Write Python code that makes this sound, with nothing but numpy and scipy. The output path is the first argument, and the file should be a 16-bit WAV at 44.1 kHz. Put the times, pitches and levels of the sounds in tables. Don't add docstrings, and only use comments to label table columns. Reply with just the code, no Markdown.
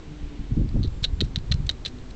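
import sys
import numpy as np
from scipy import signal
from scipy.fft import rfft, irfft
from scipy.io import wavfile
from scipy.ndimage import uniform_filter1d

SR = 44100
rng = np.random.default_rng(int(sys.argv[2]) if len(sys.argv) > 2 else 0)


def wrap_up_sound(samples):
    columns = np.atleast_2d(samples).T
    tamed = np.clip(columns, -1, 1)
    steps = np.round(tamed * 32767).astype(np.int16)
    wavfile.write(sys.argv[1], SR, steps)


N = 94815
T = np.arange(N) / SR

# start t/s, number of pulses, gap t/s, level/dB, fade per pulse/dB (negative grows), pitch f/Hz, rasp/dB
RATTLES = [ (.8310, 2, 0.0057, -23, -1.5, 4140, -21), (.8440, 7, 0.0028, -28, 0.9, 4040, -28),
           (1.0409, 1, .003, -8, 1, 3970, -19), (1.0434, 5, 0.0019, -6.5, 0.9, 3920, -17.5),
           (1.2060, 1, .003, -8.5, 2, 4050, -13), (1.2107, 3, 0.0018, -7.5, 3.5, 3830, -17),
           (1.3592, 1, .003, -8.5, 2, 3950, -17.5), (1.3647, 3, 0.0019, -21.5, 6, 3900, -7),
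           (1.5153, 1, 0.0027, -14, 2, 4100, -30), (1.5189, 4, .0017, -12, -0.5, 3970, -10),
           (1.6920, 2, 0.0017, -5.5, 3, 4020, -25), (1.6963, 3, 0.0016, -9.5, 3.5, 3930, -12.5),
           (1.8511, 2, 0.003, -14, 2, 4100, -24), (1.8595, 5, .0022, -11, 3, 3890, -9)]
TIMING_SPREAD_S, STRENGTH_SPREAD_DB, TUNING_SPREAD = 0.00018, 0.9, 0.019

# f/Hz, width/Hz, level/dB
THROAT_RESONANCES = [(600, 380, -22.5), (2000, 440, -18.5), (3084, 1070, -14), (3730, 920, 3),
                     (4113, 483, 2.5), (5720, 520, -16), (7300, 240, -31.5)]
THROAT_SIGNS = [1, 1, 1, 1, -1, -1, -1]
REFERENCE_HZ, PULSE_LENGTH_S, PULSE_ATTACK_S = 4000, 0.008, 0.00015
RASP_PEAK_S, RASP_LOW_HZ, RASP_HIGH_HZ = 0.00066, 1630, 4860

# centre t/s, length t/s, level/dB, wide hiss against narrow band/dB
NOISE_BURSTS = [(.691, 0.0045, -45.5, -21), (.8765, 0.0045, -43, -16), (1.037, 0.014, -36, -4),
                (1.056, .003, -42, -17), (1.217, 0.0034, -35, -17), (1.246, 0.024, -50, 0),
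                (1.387, 0.0035, -45, -3), (1.542, .003, -37.5, 0), (1.669, 0.0064, -41, 7),
                (1.713, 0.0043, -40, 1.5), (1.880, 0.013, -42, -1.5), (1.987, 0.0023, -49.5, -6),
                (2.108, 0.011, -49.5, -3)]
BURST_HZ, BURST_WIDTH_HZ, BURST_LOW_HZ, BURST_HIGH_HZ = 4080, 450, 1500, 7000

ECHO_DB, ECHO_T60_S, TAIL_DB, TAIL_T60_S = -14, 0.025, -21, 0.11

# start t/s, length t/s, start f/Hz, end f/Hz, level/dB
WHISTLES = [(.89, .13, 7520, 6850, -66), (1.125, .11, 7380, 6850, -66)]
WHISTLE_WAVER_HZ, WHISTLE_FLICKER_DB = 50, 2.5

# t/s, level/dB
WIND = [(0, -51), (.16, -43.5), (.25, -32), (.32, -42.5), (.48, -35), (.59, -23), (.70, -30), (.78, -23.5),
        (.89, -30), (.94, -33), (1.18, -31.5), (1.24, -23.5), (1.30, -34.5), (1.47, -33), (1.60, -27),
        (1.68, -33), (1.78, -42), (2.15, -39.5)]
WIND_LOW_HZ, WIND_HIGH_HZ = 13, 68.4
BUFFET_HIGH_HZ, BUFFET_DB, BUFFET_GROWTH, STRONG_WIND_DB = 139, -26, 1.91, -25.5
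# start t/s, length t/s, level/dB, upper edge f/Hz
GUSTS = [(0.382, 0.056, -37, 228), (0.509, 0.027, -29, 242), (.567, 0.063, -21, 260.5),
         (0.634, 0.041, -31, 290), (.738, 0.081, -26.5, 261), (0.755, 0.022, -32.5, 532),
         (0.841, 0.0245, -27.5, 292), (1.204, 0.053, -32, 246)]
GUST_LOW_HZ, GUST_ATTACK_S, GUST_RELEASE_S = 94, 0.005, 0.014
# centre t/s, peak level/dB, pitch f/Hz
THUMPS = [(0.251, -24, 31), (0.403, -20.5, 39.3), (.526, -14, 85), (.767, -11.5, 69), (0.88, -13.5, 59),
          (1.029, -16, 93), (1.084, -24.5, 44.5), (1.136, -14.5, 60.5), (1.2228, -13, 263),
          (1.378, -14.5, 116), (1.515, -11, 102.6), (1.548, -11.5, 88), (1.671, -19.5, 70)]
THUMP_REBOUND = 1.37

# t/s, firing rate f/Hz, level/dB
ENGINE = [(0, 152.4, -50), (.3, 144.4, -45.5), (.55, 140.9, -52.5), (1.3, 135.6, -54), (1.95, 123.8, -51.5),
          (2.15, 123.5, -53)]
# multiple of the firing rate, level/dB
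ENGINE_ORDERS = [(1, -0.5), (2, 2.5), (3, -11.5)]
ENGINE_WAVER, ENGINE_FLICKER_DB = 0.0154, 4

# t/s, level/dB
SWISH = [(0, -65), (.3, -58), (.55, -64), (.8, -79)]
SWISH_HZ, SWISH_WIDTH_HZ = 2480, 2200

# f/Hz, relative level per Hz/dB
AIR_COLOUR = [(20, 1), (100, -10), (200, -10.5), (380, -12.5), (550, -22), (1000, -26), (2000, -31),
              (4000, -33), (5200, -37), (7500, -40.5), (9000, -52)]
# t/s, level/dB relative to AIR_DB
AIR_LEVEL = [(0, 1.5), (.5, 1), (1.1, 1), (2.15, 2)]
AIR_DB = -43.5

CUTOFF_HZ = 9400


def from_db(db):
    return 10 ** (np.asarray(db) / 20)


def rms_one(x):
    return x / np.sqrt(np.mean(x ** 2) + 1e-20)


def in_time(rows):
    s, *columns = np.transpose(rows)
    return [np.interp(T, s, column) for column in columns]


def shaped_noise(gain_at):
    hz = np.maximum(np.fft.rfftfreq(N, 1 / SR), 1)
    spectrum = rfft(rng.standard_normal(N))
    return rms_one(irfft(spectrum * gain_at(hz), N))


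def drift(rate_hz):
    return shaped_noise(lambda hz: 1 / (1 + (hz / rate_hz) ** 2))


def turbulence(low_hz, high_hz, steepness):
    def gain_at(hz):
        below = 1 + (low_hz / hz) ** 2
        above = 1 + (hz / high_hz) ** steepness
        return 1 / np.sqrt(below * above)

    noise = shaped_noise(gain_at)
    local_power = uniform_filter1d(noise ** 2, size=2600)
    return noise / np.sqrt(local_power + 1e-9)


def add(out, s, sound):
    i = int(s * SR)
    out[i:i + len(sound)] += sound[:max(N - i, 0)]


def pulse(pitch_hz, rasp_db):
    t = np.arange(int(PULSE_LENGTH_S * SR)) / SR
    hz, width, db = np.transpose(THROAT_RESONANCES)[:, :, None]
    decay = np.exp(-np.pi * width * t)
    rings = from_db(db) * decay * np.sin(2 * np.pi * hz * pitch_hz / REFERENCE_HZ * t)
    attack = 1 - np.exp(-t / PULSE_ATTACK_S)

    band = signal.butter(2, [RASP_LOW_HZ, RASP_HIGH_HZ], "band", fs=SR, output="sos")
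    breath = rms_one(signal.sosfilt(band, rng.standard_normal(len(t))))
    rasp = breath * t / RASP_PEAK_S * np.exp(-t / RASP_PEAK_S)
    return attack * (THROAT_SIGNS @ rings) + from_db(rasp_db) * rasp


def near_bird():
    out = np.zeros(N)
    for s, count, gap, db, fade_db, hz, rasp_db in RATTLES:
        for k in range(round(count)):
            late, strong, sharp = rng.standard_normal(size=3)
            start = s + k * gap + TIMING_SPREAD_S * late
            gain = from_db(db - k * fade_db + STRENGTH_SPREAD_DB * strong)
            add(out, start, gain * pulse(hz * (1 + TUNING_SPREAD * sharp), rasp_db))
    return out


def noise_bursts():
    def wide_gain(hz):
        below = 1 + (BURST_LOW_HZ / hz) ** 6
        above = 1 + (hz / BURST_HIGH_HZ) ** 8
        return 1 / np.sqrt(below * above)

    core = shaped_noise(lambda hz: 1 / np.hypot(1, 2 * (hz - BURST_HZ) / BURST_WIDTH_HZ))
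    hiss = shaped_noise(wide_gain)
    out = np.zeros(N)
    for s, length, db, bright_db in NOISE_BURSTS:
        swell = np.exp(-(2 * (T - s) / length) ** 2)
        out += from_db(db) * swell * rms_one(core + from_db(bright_db) * hiss)
    return out


def garden(x):
    out = np.zeros(N)
    for db, t60 in ((ECHO_DB, ECHO_T60_S), (TAIL_DB, TAIL_T60_S)):
        echo = rng.standard_normal(N) * from_db(-60 * T / t60)
        echo = echo * (T > 0.002)
        out += from_db(db) * signal.fftconvolve(x, echo / np.linalg.norm(echo))[:N]
    return out


def far_bird():
    out = np.zeros(N)
    for s, length, start_hz, end_hz, db in WHISTLES:
        u = np.clip((T - s) / length, 0, 1)
        hz = start_hz + (end_hz - start_hz) * u ** 2 + WHISTLE_WAVER_HZ * drift(82)
        swell = np.sqrt(np.abs(np.sin(np.pi * u)))
        tone = np.sin(2 * np.pi * np.cumsum(hz) / SR)
        out += from_db(db + WHISTLE_FLICKER_DB * drift(46)) * swell * tone
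    return out


def flutter():
    out = np.zeros(N)
    for s, length, db, edge_hz in GUSTS:
        rise = np.clip((T - s) / GUST_ATTACK_S, 0, 1)
        fall = np.clip((s + length - T) / GUST_RELEASE_S, 0, 1)
        out += from_db(db) * rise * fall * turbulence(GUST_LOW_HZ, edge_hz, steepness=10.24)
    return out


def thumps():
    out = np.zeros(N)
    for s, db, hz in THUMPS:
        u = (np.pi * hz * (T - s)) ** 2
        direction = rng.choice([-1, 1])
        out += direction * from_db(db) * (1 - THUMP_REBOUND * u) * np.exp(-u)
    return out


def wind():
    wind_db, = in_time(WIND)
    rumble = from_db(wind_db) * turbulence(WIND_LOW_HZ, WIND_HIGH_HZ, steepness=6.06)
    buffet_db = BUFFET_DB + BUFFET_GROWTH * (wind_db - STRONG_WIND_DB)
    buffeting = from_db(buffet_db) * turbulence(WIND_HIGH_HZ, BUFFET_HIGH_HZ, steepness=8.5)
    return rumble + buffeting + flutter() + thumps()


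def engine():
    hz, db = in_time(ENGINE)
    wavering_hz = hz * (1 + ENGINE_WAVER * drift(18))
    phase = 2 * np.pi * np.cumsum(wavering_hz) / SR
    out = np.zeros(N)
    for multiple, order_db in ENGINE_ORDERS:
        level_db = db + order_db + ENGINE_FLICKER_DB * drift(12)
        out += from_db(level_db) * np.sin(round(multiple) * phase)
    return out


def swish():
    hiss = shaped_noise(lambda hz: 1 / (1 + (2 * (hz - SWISH_HZ) / SWISH_WIDTH_HZ) ** 2))
    return from_db(in_time(SWISH)[0]) * hiss


def air():
    hz, db = np.transpose(AIR_COLOUR)
    hiss = shaped_noise(lambda f: from_db(np.interp(np.log(f), np.log(hz), db)))
    return from_db(AIR_DB + in_time(AIR_LEVEL)[0]) * hiss


def scene():
    close = near_bird() + noise_bursts()
    birds = close + garden(close) + far_bird()
    background = wind() + engine() + swish() + air()
    return (birds + background)[None]


def record(dry):
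    return signal.sosfilt(signal.cheby2(14, 70, CUTOFF_HZ, fs=SR, output="sos"), dry)


dry = scene()
out = record(dry)
wrap_up_sound(out)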